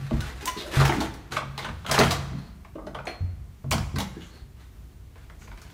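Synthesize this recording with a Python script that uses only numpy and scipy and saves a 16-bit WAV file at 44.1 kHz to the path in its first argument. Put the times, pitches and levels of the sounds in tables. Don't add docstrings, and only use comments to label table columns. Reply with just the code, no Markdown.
import sys
import numpy as np
from scipy import signal
from scipy.fft import rfft, irfft, next_fast_len
from scipy.io import wavfile
from scipy.ndimage import map_coordinates

SR = 44100
rng = np.random.default_rng(int(sys.argv[2]) if len(sys.argv) > 2 else 0)


def invert_db(level):
    return 10 ** (np.asarray(level, dtype=float) / 20)


def master(y):
    cut = np.clip(np.atleast_2d(y).T, -1, 1)
    pcm = np.round(cut * 32767)
    wavfile.write(sys.argv[1], SR, pcm.astype(np.int16))


N = 252954


def unit(x):
    return x / np.sqrt(np.mean(x ** 2) + 1e-20)


def along(points, hz):
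    f, v = np.transpose(points)
    return np.interp(np.log(hz + 1), np.log(f + 1), v)


def curve(rows, col, outside):
    rows = np.array(rows)
    return np.interp(np.arange(N) / SR, rows[:, 0], rows[:, col], outside, outside)


def wobble(rate):
    knots = rng.standard_normal(int(N * rate / SR) + 4)
    return map_coordinates(knots, [np.arange(N) * rate / SR])


def filtered(x, response):
    m = next_fast_len(x.shape[-1] + 8192)
    spectrum = rfft(x, m) * response(np.fft.rfftfreq(m, 1 / SR))
    return irfft(spectrum, m)[..., :x.shape[-1]]


def noise(spectrum, size):
    white = rng.standard_normal(size)
    return unit(filtered(white, lambda hz: invert_db(along(spectrum, hz))))


def peak(f, hz, sharp):
    return 1j * f * hz / sharp / (hz * hz - f * f + 1j * f * hz / sharp)


def low(f, hz):
    return 1 / (1 + 1j * f / hz) ** 4


def ring(modes, t, scatter_db, rise):
    tones = np.zeros(len(t))
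    for hz, db, t60 in modes:
        strength_db = db + scatter_db * rng.standard_normal()
        tones += invert_db(strength_db - 60 * t / t60) * np.sin(2 * np.pi * hz * t)
    return tones * (1 - np.exp(-t / rise))


def air():
    # frequency_hz, relative level_db
    air_spectrum = [(13, -44), (22, -18), (37, -7.5), (60, 0), (88, -9.5), (297, -26.5), (381, -28.5),
                    (463, -35), (1330, -40), (5160, -48), (6800, -48.5), (13200, -52.5), (15200, -47.5),
                    (16500, -86)]
    return invert_db(-44.5 + 1.2 * wobble(2.94)) * noise(air_spectrum, size=N)


def room(x, stretch_s):
    # frequency_hz, t60_s
    room_decay = [(100, 1), (500, 1), (2000, 1), (6000, 0.81), (14000, 0.49)]
    out, places = np.zeros(N), 12
    delay = 200
    turn = np.arange(N) / SR / stretch_s
    for place in range(places):
        hz, t, grains = signal.stft(rng.standard_normal(SR), SR, nperseg=256)
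        t60 = along(room_decay, hz)[:, None]
        late = invert_db(-60 * t / t60)
        early = invert_db(12.5 - 60 * t / (0.19 * t60))
        tail = signal.istft(grains * (late + early), SR, nperseg=256)[1]
        share = np.sin(np.pi / 2 * np.clip((turn - place) % places, 0, 2))
        out[delay:] += signal.fftconvolve(share * x, tail / np.linalg.norm(tail))[:N - delay]
    return out


def steel():
    # pitch_hz, relative level_db, t60_s
    steel_modes = [(2530, 4, .25), (4165, -4, .4), (4250, 4, .46), (9114, -7, .22), (10850, 6, .1)]
    # start_s, level_db, lower_modes_db (added to all but the highest mode; low for a glancing tap)
    steel_taps = [(2.948, -66, -16), (3.068, -62, 15)]
    out, t = np.zeros(N + SR), np.arange(SR // 2) / SR
    *lower, highest = steel_modes
    for s, db, lower_db in steel_taps:
        modes = [(hz, level + lower_db, t60) for hz, level, t60 in lower] + [highest]
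        out[round(s * SR):][:len(t)] += invert_db(db) * ring(modes, t, scatter_db=1, rise=0.001)
    return out[:N]


def squeaks():
    # start_s, hold_s, pitch_hz, level_db
    spring_squeaks = [(0.195, 0.03, 1478, -41.5), (0.453, 0.095, 1019, -31)]
    attack_s, release_s = 0.028, 0.035
    glide = np.array([0.84, 1, 0.98, 0.98])
    fall_db = np.array([10, 0, 8, 24])
    out = np.zeros(N)
    for s, hold, hz, db in spring_squeaks:
        times = s + np.cumsum([0, attack_s, hold, release_s])
        rows = np.transpose([times, hz * glide, db - fall_db])
        pitch = curve(rows, 1, 0) * (1 + 0.016 * wobble(110))
        phase = 2 * np.pi * np.cumsum(pitch) / SR
        tone = np.sin(phase) + invert_db(-14) * np.sin(2 * phase) + invert_db(-27) * np.sin(3 * phase)
        out += invert_db(curve(rows, 2, -120) + 3.5 * wobble(60)) * tone
    return out


def scrapes():
    # start_s, length_s, level_db
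    broad_slides = [(-.25, 1, -50.5), (0.189, 0.13, -46), (0.398, 0.045, -44.5), (0.705, 0.16, -32.5),
                    (0.819, 0.28, -42.5), (1.308, 0.078, -36.5), (1.389, 0.68, -62), (1.869, 0.16, -30.5),
                    (2.006, 0.18, -37.5), (4.56, 0.11, -61), (5.139, 0.12, -61.5), (5.407, 0.91, -61)]
    # start_s, length_s, level_db, resonance_hz
    resonant_noises = [(0.561, 0.068, -38, 4000), (0.601, 0.12, -42, 586), (0.722, 0.073, -38.5, 1680),
                       (1.585, 0.068, -44.5, 3730), (2.33, 0.18, -58.5, 4350), (3.074, 0.055, -47, 2300),
                       (4.103, 0.18, -61.5, 1670), (4.194, 0.06, -52.5, 3020), (4.195, 0.13, -57, 6660),
                       (4.245, .2, -59.5, 4370), (5.382, 0.09, -56.5, 6500)]
    # frequency_hz, relative level_db
    slide_spectrum = [(350, -4.5), (600, -12.5), (792, -12.5), (1000, -12.5), (1500, -12.5), (2680, -18.5),
                      (4120, -20), (4870, -23.5), (15200, -31.5), (16500, -72)]
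    out = np.zeros(N + 2 * SR)
    catching = np.pad(invert_db(2.6 * wobble(70) + 2.2 * wobble(300)), SR, "reflect")
    strokes = [(*row, 2500, 0.3) for row in broad_slides]
    for s, length, db, hz in resonant_noises:
        strokes.append((s, length, db, hz, 7 * (length / 0.1) ** 1.5))
    for s, length, db, hz, sharp in strokes:
        size = round(length * SR)
        start = SR + round(s * SR)
        at = slice(start, start + size)
        slide = filtered(noise(slide_spectrum, size), lambda f: 0.2 + peak(f, hz, sharp))
        swell = np.sin(np.pi * np.arange(size) / size) ** 0.81
        out[at] += invert_db(db) * swell * catching[at] * unit(slide)
    return out[SR:SR + N]


def booms():
    # start_s, relative level_db, strongest_region_hz
    low_booms = [(0.0, -25.5, 125), (0.117, -17, 235), (.125, -25, 136), (0.137, -17.5, 65.5),
                 (.189, -24.5, 76.5), (0.428, -23, 395), (.565, -22.5, 380), (.73, -27, 367),
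                 (0.768, -14.5, 65), (.77, -16, 136), (0.796, -23.5, 315), (0.893, -13.5, 357),
                 (.949, -22, 121), (.95, -18.5, 286), (0.982, -17, 272), (1.02, -29, 272),
                 (1.302, -34, 136), (1.419, -40.5, 235), (1.667, -32, 158), (1.702, -30.5, 65),
                 (1.89, -25, 136), (1.987, -16, 323), (1.995, -15, 136), (2.052, -27.5, 63),
                 (2.32, -23.5, 150), (2.754, -30.5, 310), (2.835, -33.5, 200), (2.864, -35.5, 240),
                 (2.947, -38, 136), (3.07, -30.5, 336), (3.207, -23, 87), (3.327, -34.5, 49),
                 (3.643, -24.5, 135), (3.712, -19, 73), (3.727, -18, 172), (3.806, -21, 73.4),
                 (3.942, -15.5, 136), (3.982, -24.5, 192), (4.168, -24, 370), (4.419, -29.5, 55),
                 (5.412, -34.5, 55)]
    # pitch_hz, relative level_db, t60_s at damping 1
    leaf_modes = [(45.6, -16, 0.95), (55, 5, 0.17), (65, -2, 0.96), (89.8, 8, 0.3), (110.8, -6.5, 0.95),
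                  (136, 3.5, 0.73), (169.1, -3, 0.85), (196.6, -4.5, 0.97), (228, 6.5, 0.3), (272, 5, 0.32),
                  (311.6, 2.5, 0.48), (337.5, -5, 0.79), (395, 0, 0.36)]
    # time_s, damping (higher is held more firmly)
    hand_grip = [(0, 2.14), (.3, 1.8), (.95, 1.46), (1.3, 0.36), (2, 0.93), (3, 1.2), (3.6, 1.2),
                 (3.8, 1.57), (4, 1.48), (4.4, 1.5)]
    out, t = np.zeros(N + SR), np.arange(SR * 3 // 4) / SR
    for s, db, centre_hz in low_booms:
        grip = np.interp(s, *np.transpose(hand_grip))
        damping = np.clip(grip * (centre_hz / 136) ** 0.95, 0.4, 6)
        modes = []
        for hz, level, t60 in leaf_modes:
            octaves_off = abs(np.log2(hz / centre_hz))
            modes.append((hz, level - 16 * octaves_off, t60 / damping))
        out[round(s * SR):][:len(t)] += invert_db(db - 6.5) * ring(modes, t, scatter_db=2, rise=0.0032)
    return out[:N]


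def case(f):
    # pitch_hz, width_hz, relative level_db
    case_modes = [(432, 140, -4), (654, 84, 0.5), (812, 206, -2), (1150, 305, -3), (1500, 116, -1.5),
                  (2056, 250, -9)]
    total = 0
    for k, (hz, width, db) in enumerate(case_modes):
        total = total + (-1) ** k * invert_db(db) * peak(f, hz, hz / width)
    return total


def contacts():
    # start_s, relative level_db, knock_pitch_hz,
    # hardness_db (relative level of the click over the knock), click_pitch_hz
    latch_contacts = [(0.106, -28, 616, -15.5, 2620), (0.205, -38, 1480, 2, 4130),
                      (0.455, -37, 945, 4, 7100), (0.474, -35, 1050, 7, 2820),
                      (0.76, -34.5, 1500, 0.5, 3600), (0.799, -19.5, 1300, -12, 4250),
                      (0.813, -18, 1060, -10, 2280), (0.849, -26.5, 776, 4, 2480),
                      (0.86, -31.5, 900, -2, 4380), (0.876, -35, 910, 1.5, 4970),
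                      (0.892, -19, 920, -7.5, 2500), (0.921, -28.5, 1210, 0, 1900),
                      (1.004, -27.5, 900, -1, 4130), (1.012, -25.5, 810, -21, 3920),
                      (1.139, -50, 1200, 2.5, 4970), (1.319, -31, 1400, -4, 4450),
                      (1.363, -20, 1220, -5, 2480), (1.417, -33, 1020, -18, 2500),
                      (1.577, -32, 835, -1, 3860), (1.587, -31.5, 2120, -6, 3480),
                      (1.628, -42, 980, -10, 3500), (1.645, -29, 1500, -4.5, 3060),
                      (1.663, -33.5, 1070, -8, 2500), (1.686, -34, 1250, -6, 2500),
                      (1.846, -34.5, 1270, -12, 3200), (1.863, -31.5, 1330, -0.5, 3150),
                      (1.893, -24, 1140, -9, 3500), (1.912, -23, 623, 1.5, 5060),
                      (1.939, -23, 890, -2, 3250), (1.976, -15.5, 1190, -6, 1900),
                      (1.987, -17, 440, -1, 4400), (2.001, -13, 694, -7, 2700),
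                      (2.01, -16.5, 1300, -10, 2030), (2.034, -24, 1110, 0, 3400),
                      (2.107, -23, 1150, 0.5, 4400), (2.647, -44.5, 1140, -5.5, 2240),
                      (2.753, -34.5, 587, -22, 2720), (2.781, -34, 587, -35, 2680),
                      (2.866, -30.5, 614, -18, 4470), (2.946, -28.5, 1120, -11.5, 3130),
                      (2.985, -33.5, 1310, -12.5, 2300), (3.053, -37, 900, -12, 6950),
                      (3.069, -26.5, 757, -5, 2440), (3.14, -43, 880, -9, 2400),
                      (3.64, -41.5, 726, -19, 2200), (3.709, -44, 1500, 7, 8500),
                      (3.713, -24, 960, 1, 2500), (3.72, -26.5, 790, 0.5, 4400),
                      (3.729, -24, 646, -25, 2440), (3.738, -32, 1490, -12, 2440),
                      (3.779, -33, 1310, -3.5, 4750), (3.957, -32, 1500, -4.5, 4400),
                      (3.983, -31, 734, 2, 4160), (4, -29.5, 900, 1, 3560), (5.155, -49, 955, -6.5, 2380),
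                      (5.297, -46.5, 1400, -2.5, 2580), (5.417, -50, 1420, -1, 2200),
                      (5.475, -46, 1130, -3, 2300), (5.514, -42.5, 1480, -6, 2360),
                      (5.574, -51, 1500, 2, 2300), (5.616, -50.5, 1320, 1, 5870),
                      (5.701, -58, 1576, 4.5, 2780)]
    # frequency_hz, relative level_db
    click_spectrum = [(1060, -4), (1800, 1.5), (2420, -2), (2730, -2.5), (3170, -2), (5130, -5),
                      (13100, -8.5), (15600, -27), (16500, -41)]
    # frequency_hz, relative level_db
    tick_spectrum = [(2500, -15.5), (6000, 4.5), (9000, -0.5), (14000, -5), (15600, -3), (16500, -37)]
    out, t = np.zeros((2, N + SR)), np.arange(SR // 5) / SR
    rattle = np.pad(invert_db(3.1 * wobble(350)), (0, SR))
    pitched = np.array([[1], [0.35]])
    for s, db, knock_hz, click_db, click_hz in latch_contacts:
        tick_db = -5.5 + 2.42 * click_db + 8 * np.log2(click_hz / 4000)
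        at = slice(round(s * SR), round(s * SR) + len(t))
        lasting = 2 ** (db / 34.5)
        heavy = invert_db(-20 * t / (0.021 * lasting)) * (1 - np.exp(-t / 0.003)) * rattle[at]
        light = invert_db(-20 * t / (0.019 * lasting)) * (1 - np.exp(-t / 0.0025)) * rattle[at]

        def knock_body(f):
            return case(f) * (0.6 + 2.2 * pitched * peak(f, knock_hz, sharp=7)) * low(f, 3.1 * knock_hz)

        def click_body(f):
            return (0.4 + 1.3 * pitched * peak(f, click_hz, sharp=4.5)) * low(f, 3 * click_hz)

        knock = filtered(heavy * rng.standard_normal(len(t)), knock_body)
        click = filtered(light * noise(click_spectrum, len(t)), click_body)
        tick = light * noise(tick_spectrum, len(t))
        hit = invert_db(-18.5) * unit(knock)
        hit = hit + invert_db(click_db - 17.5) * unit(click)
        hit = hit + invert_db(tick_db - 21) * unit(tick)
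        out[:, at] += invert_db(db) * hit
    return out[:, :N]


def scene():
    hits, sent = contacts()
    sliding, boom = scrapes(), booms()
    thin = steel() + squeaks()
    rattle_wet = room(invert_db(1) * sent, stretch_s=0.009)
    tone_wet = room(invert_db(-0.5) * sliding + invert_db(-4.5) * boom + invert_db(-14) * thin, stretch_s=0.06)
    return (hits + sliding + boom + thin + rattle_wet + tone_wet + air())[None]


def roll_off(x):
    return signal.sosfilt(signal.butter(12, 16810, fs=SR, output="sos"), x)


def record(dry):
    def band(hz):
        bass_cut = (1j * hz / (1j * hz + 25)) ** 2
        return (hz < 16600) * bass_cut

    return roll_off(filtered(dry, band))


dry = scene()
out = record(dry)
master(out)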